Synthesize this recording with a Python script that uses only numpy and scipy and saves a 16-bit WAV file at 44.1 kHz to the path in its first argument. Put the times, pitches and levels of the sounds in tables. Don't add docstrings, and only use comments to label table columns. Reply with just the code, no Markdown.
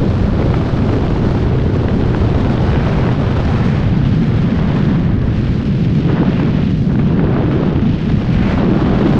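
import sys
import numpy as np
from scipy import signal
from scipy.fft import rfft, irfft
from scipy.io import wavfile
from scipy.ndimage import uniform_filter1d, minimum_filter1d

SR = 44100
rng = np.random.default_rng(int(sys.argv[2]) if len(sys.argv) > 2 else 0)


def int16_out(signal):
    q = np.round(np.clip(np.atleast_2d(signal).T, -1, 1) * 32767)
    wavfile.write(sys.argv[1], SR, q.astype(np.int16))


N = 405277
TIME_S = np.arange(N) / SR
BINS_HZ = np.fft.rfftfreq(N, 1 / SR)
EDGE_HZ = 12600
FLUTTER_DB = -21.5
ROAR_FLAP_DB, ROAR_FLAP_DB_PER_DB = 0.15, 0.17

# frequency in Hz, relative level in dB.
BUFFET_COLOUR = [(5, -11), (20, -1.5), (35, -6.5), (55, 1), (80, -0.5), (120, -2.5), (250, -32), (700, -86)]
LARGE_EDDY_COLOUR = [(100.0, -39), (200.0, 4), (270.0, 1), (380.0, -6.5), (500.0, -13.5), (1200.0, -39.5),
                     (4000.0, -88)]
SMALL_EDDY_COLOUR = [(150.0, -19), (400.0, 4.5), (650.0, 1.1), (1500.0, -8), (2200.0, -17), (3500.0, -21.5),
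                     (6000.0, -43), (12000.0, -77.5)]
HISS_COLOUR = [(300.0, -16.5), (800.0, -5), (1400.0, 2), (3100.0, 0), (4000.0, -6.5), (5000.0, -12),
               (6500.0, -22), (9000.0, -43.5), (14000.0, -80)]
FIZZ_COLOUR = [(2000.0, -15.5), (4000.0, 2), (5300.0, -3.5), (10000.0, -26), (12500.0, -39.5)]
CRACKLE_COLOUR = [(200, -17), (550, 6.5), (1000, 1), (1600, -3), (3500, -12), (5000, -26), (8000, -59),
                  (12000, -79.5)]
SLAP_COLOUR = [(150, -14.5), (450, 9), (1500, 1), (3200, -9), (5000, -20), (8000, -48.5), (12000, -70)]
FLAP_COLOUR = [(150, -18.5), (450, 9.5), (900, 4), (1700, 2), (3200, -21), (5000, -32.5), (9000, -65)]
# crest in seconds, length in seconds,
# level in dB, pitch in Hz.
SWEEPS = [(2.9, 0.76, -36.5, 1700), (3.67, 0.59, -35, 1600), (4.75, 3.1, -38, 1400),
          (6.38, 0.37, -37, 1950), (6.62, 0.51, -44, 2750), (8.35, 0.17, -35.5, 2080),
          (8.48, 0.35, -31.5, 1850)]
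# crest in seconds, length in seconds, level in dB.
FLAPS = [(2.76, 0.083, -34), (3.06, .14, -34), (6.1, 0.043, -25), (6.185, 0.12, -26.5), (6.28, .04, -29),
         (6.42, 0.073, -31), (6.487, 0.06, -30), (6.594, 0.05, -30.5), (6.905, 0.049, -31),
         (6.996, 0.027, -30), (7.17, 0.15, -33), (7.269, 0.051, -28.5), (7.377, 0.23, -30),
         (7.54, 0.08, -32), (8.092, 0.038, -35)]
# start in seconds, peak in dB, treble corner in Hz.
SLAPS = [(0.424, -14, 2700), (.54, -9.5, 2000), (0.611, -14, 3200), (.891, -12, 1300), (1.160, -12.5, 1400),
         (1.349, -12.5, 1550), (1.436, -20, 1200), (1.883, -14.5, 3200), (2.146, -10, 1570),
         (2.745, -15, 2200), (2.864, -15, 2700), (3.04, -18, 3200), (3.088, -9, 1550), (6.097, -17.5, 1500),
         (6.229, -10, 800), (6.398, -11.5, 1500), (6.954, -15, 2720), (6.992, -15.5, 2490),
         (7.193, -9, 2000), (7.364, -10.5, 1100), (7.409, -10, 850), (7.632, -11.5, 1100),
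         (8.100, -16, 1400), (8.576, -11.5, 1500), (8.629, -6.5, 950), (9.009, -12, 1200),
         (9.169, -21, 1800)]
# crest in seconds, length in seconds, level in dB, pitch in Hz.
SURGES = [(.02, 0.29, -21.5, 340), (.24, .06, -22, 383), (.45, 0.44, -24, 387), (.95, 0.25, -24.5, 325),
          (1.8, 4.4, -22, 299), (4.8, 0.32, -25.5, 288), (5.92, 0.42, -22.5, 220), (6.1, 0.2, -19, 314),
          (6.22, 0.1, -13.5, 255), (6.29, 0.055, -20, 277), (6.45, 0.19, -24.5, 304),
          (7.25, 0.47, -21.5, 290), (7.55, 0.72, -18.5, 277), (7.78, 0.072, -17.5, 245),
          (8.7, 0.59, -15.5, 248), (9.1, 0.73, -18, 267)]
# time in seconds, level in dB.
ROAR = [(0, -28.5), (.46, -27.5), (1.2, -28), (1.62, -30), (2.2, -27), (2.94, -25), (3.11, -25),
        (3.16, -28), (3.24, -24.5), (3.64, -26.5), (4.14, -35), (4.72, -28), (4.98, -31.5), (5.15, -35.5),
        (5.6, -38), (6.04, -39), (6.08, -30), (6.43, -31.5), (6.8, -42.5), (7.2, -28.5), (7.68, -28),
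        (7.97, -36.5), (8.27, -34), (8.5, -26), (9.0, -24), (9.19, -25.5)]
# time in seconds, level in dB.
HISS = [(0.0, -42.5), (0.6, -40.5), (1.7, -41.5), (2.82, -38.5), (3.18, -40.5), (3.62, -37), (4.91, -37),
        (5.17, -44), (5.39, -38), (6.66, -36), (6.89, -43.5), (7.08, -38), (7.25, -45.5), (7.57, -38.5),
        (7.73, -41), (7.88, -37.5), (8.55, -37), (9.19, -38)]
# time in seconds, level relative to the hiss in dB.
FIZZ = [(0.0, -4.5), (1.37, -5.5), (1.52, -8.5), (2.17, -6), (3.73, -7.5), (3.9, -15.0), (5.0, -13),
        (6.06, -13.5), (6.15, -37), (6.35, -14), (6.6, -23), (6.84, -6), (7.13, -22), (7.81, -20.5),
        (8.57, -9), (8.61, -15), (9.19, -8)]
# time in seconds, level in dB.
BUFFET = [(0, -19.5), (1.28, -18), (1.43, -23), (2.2, -17), (2.36, -15.5), (2.5, -21), (3.7, -26),
          (4.6, -24.5), (4.8, -22.5), (5.6, -20), (5.95, -32.5), (7.1, -23.5), (7.55, -29.5), (7.78, -23),
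          (8.3, -21.5), (9.19, -22)]
# time in seconds, central rate in Hz, level in dB.
SHEDDING = [(0, 125, -16), (.65, 122, -15.5), (.93, 120, -18), (1.05, 132, -16.5), (1.5, 122, -15),
            (2.35, 118, -17), (2.7, 132, -14), (3.45, 121, -15), (3.8, 135, -13.5), (4.12, 120, -12),
            (4.24, 168, -13.5), (4.37, 128, -13.5), (4.49, 172, -13.5), (4.67, 130, -14), (4.92, 174, -13),
            (5.25, 136, -16), (5.6, 124, -15.5), (5.87, 148, -12.5), (6.3, 150, -14), (6.55, 170, -13.5),
            (6.8, 145, -14.5), (7.12, 158, -12.5), (7.5, 135, -15), (7.76, 140, -16.5), (7.9, 145, -12.5),
            (8.0, 145, -19), (8.16, 155, -12), (8.23, 150, -21.5), (8.31, 148, -12.5), (8.6, 155, -15),
            (8.9, 176, -14), (9.19, 178, -12.5)]


def gain_of(db):
    return 10 ** (np.asarray(db) / 20)


def evened(x):
    return x / np.sqrt(np.mean(x ** 2) + 1e-20)


def follow(rows, column=1):
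    columns = np.transpose(rows)
    return np.interp(TIME_S, columns[0], columns[column])


def coloured(x, colour):
    hz, db = np.transpose(colour)
    weight_db = np.interp(np.log(BINS_HZ + 1), np.log(hz), db)
    return evened(irfft(rfft(x) * gain_of(weight_db), N))


def wander(rate_hz):
    rolloff = 1 / np.sqrt(1 + (BINS_HZ / rate_hz) ** 4)
    return evened(irfft(rfft(rng.standard_normal(N)) * rolloff, N))


def bursty(field, depth_db):
    return rng.standard_normal(N) * gain_of(depth_db * field)


def steadied(x, hold_s):
    size = int(hold_s * SR)
    power = uniform_filter1d(uniform_filter1d(x ** 2, size), size)
    return evened(x / np.sqrt(power + 1e-9))


def swell(crest_s, length_s, db):
    phase = np.clip((TIME_S - crest_s) / length_s, -.5, .5)
    return gain_of(db) * np.cos(np.pi * phase) ** 2


def rushes(rows, air, spread, hold_s):
    out = np.zeros(N)
    for crest_s, length_s, db, pitch_hz in rows:
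        edges_hz = [pitch_hz / spread, pitch_hz * spread]
        band = signal.butter(3, edges_hz, "bandpass", fs=SR, output="sos")
        rush = steadied(signal.sosfilt(band, air), hold_s)
        out += swell(crest_s, length_s, db) * rush
    return out


def rim_whoosh():
    air = bursty(wander(rate_hz=160), depth_db=2)
    return rushes(SWEEPS, air, spread=1.47, hold_s=.08)


def flaps():
    noise = bursty(wander(rate_hz=200), depth_db=1.5)
    air = steadied(coloured(noise, FLAP_COLOUR), hold_s=0.019)
    return sum(swell(*row) for row in FLAPS) * air


def slaps(rise_s=0.0017):
    out = np.zeros(N)
    t_s = TIME_S[:SR // 50]
    envelope = (t_s * np.exp(-t_s / rise_s)) ** 2
    air = coloured(rng.standard_normal(N), SLAP_COLOUR)
    for start_s, peak_db, top_hz in SLAPS:
        start = round(start_s * SR)
        span = slice(start, start + len(t_s))
        puff = signal.lfilter(*signal.butter(2, top_hz, fs=SR), air[span] * envelope)
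        out[span] += gain_of(peak_db) * puff / abs(puff).max()
    return out


def crackle(per_s, spread_db, length_s):
    strikes = rng.random(N) < per_s / SR
    sizes = gain_of(spread_db * np.minimum(rng.exponential(1, N), 2)) * strikes
    puffs = signal.oaconvolve(sizes, np.hanning(int(length_s * SR)), "same")
    return coloured(puffs * rng.standard_normal(N), CRACKLE_COLOUR)


def port_flow():
    roar_db, hiss_db, fizz_db = follow(ROAR), follow(HISS), follow(FIZZ)
    gusts = wander(rate_hz=30)
    field = np.minimum(evened(wander(rate_hz=160) + 0.59 * gusts), 2.6)

    flutter = gain_of(FLUTTER_DB) * coloured(rng.standard_normal(N), LARGE_EDDY_COLOUR)
    surges = rushes(SURGES, bursty(field, depth_db=3.5), spread=1.433, hold_s=0.054)

    flap_depth_db = ROAR_FLAP_DB + ROAR_FLAP_DB_PER_DB * (roar_db.max() - roar_db)
    flapping_db = flap_depth_db * wander(rate_hz=13)
    flicker_db = (0.61 + 0.11 * (fizz_db.max() - fizz_db)) * wander(rate_hz=9)

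    roar = coloured(bursty(field, depth_db=1.0), SMALL_EDDY_COLOUR)
    roar = gain_of(roar_db + flapping_db + 0.84) * roar
    hiss = gain_of(hiss_db) * coloured(bursty(field, depth_db=2.0), HISS_COLOUR)
    fizz = coloured(bursty(field, depth_db=1.5), FIZZ_COLOUR)
    fizz = gain_of(hiss_db + fizz_db + flicker_db) * fizz
    crackling = crackle(per_s=140, spread_db=2.5, length_s=0.0022)
    crackling = gain_of(roar_db - 8.0) * crackling
    return flutter + surges + roar + hiss + fizz + crackling


def drone(shed_hz, width_hz, drift, drift_hz, steadiness):
    swirl = (wander(width_hz) + 1j * wander(width_hz)) / np.sqrt(2)
    swirl = swirl / np.sqrt(1 + abs(steadiness * swirl) ** 2)
    log_drift = drift * wander(drift_hz) + .07 * wander(rate_hz=7.07)
    turns = np.cumsum(shed_hz * np.exp(log_drift)) / SR
    return evened((swirl * np.exp(2j * np.pi * turns)).real)


def wake():
    shed_hz, drone_db = follow(SHEDDING, column=1), follow(SHEDDING, column=2)
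    buffet = steadied(coloured(rng.standard_normal(N), BUFFET_COLOUR), hold_s=0.18)
    vortices = drone(shed_hz, width_hz=41.7, drift=.17, drift_hz=51.0, steadiness=0.41)
    vortices = steadied(vortices, hold_s=0.047)
    return gain_of(follow(BUFFET)) * buffet + gain_of(drone_db) * vortices


def scene():
    return (rim_whoosh() + flaps() + slaps() + port_flow() + wake())[None]


def limited(x, ceiling_db, hold_s):
    size = int(hold_s * SR)
    allowed = (1 + (abs(x) / gain_of(ceiling_db)) ** 8) ** (-1 / 8)
    return x * uniform_filter1d(minimum_filter1d(allowed, size), size)


def record(dry):
    held = limited(dry, ceiling_db=-1.5, hold_s=.006)
    padded = np.pad(held, ((0, 0), (255, 255)), "reflect", reflect_type="odd")
    low_pass = signal.firwin(511, EDGE_HZ, window=("kaiser", 9), fs=SR)
    return signal.oaconvolve(padded, low_pass[None], "valid")


dry = scene()
out = record(dry)
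int16_out(out)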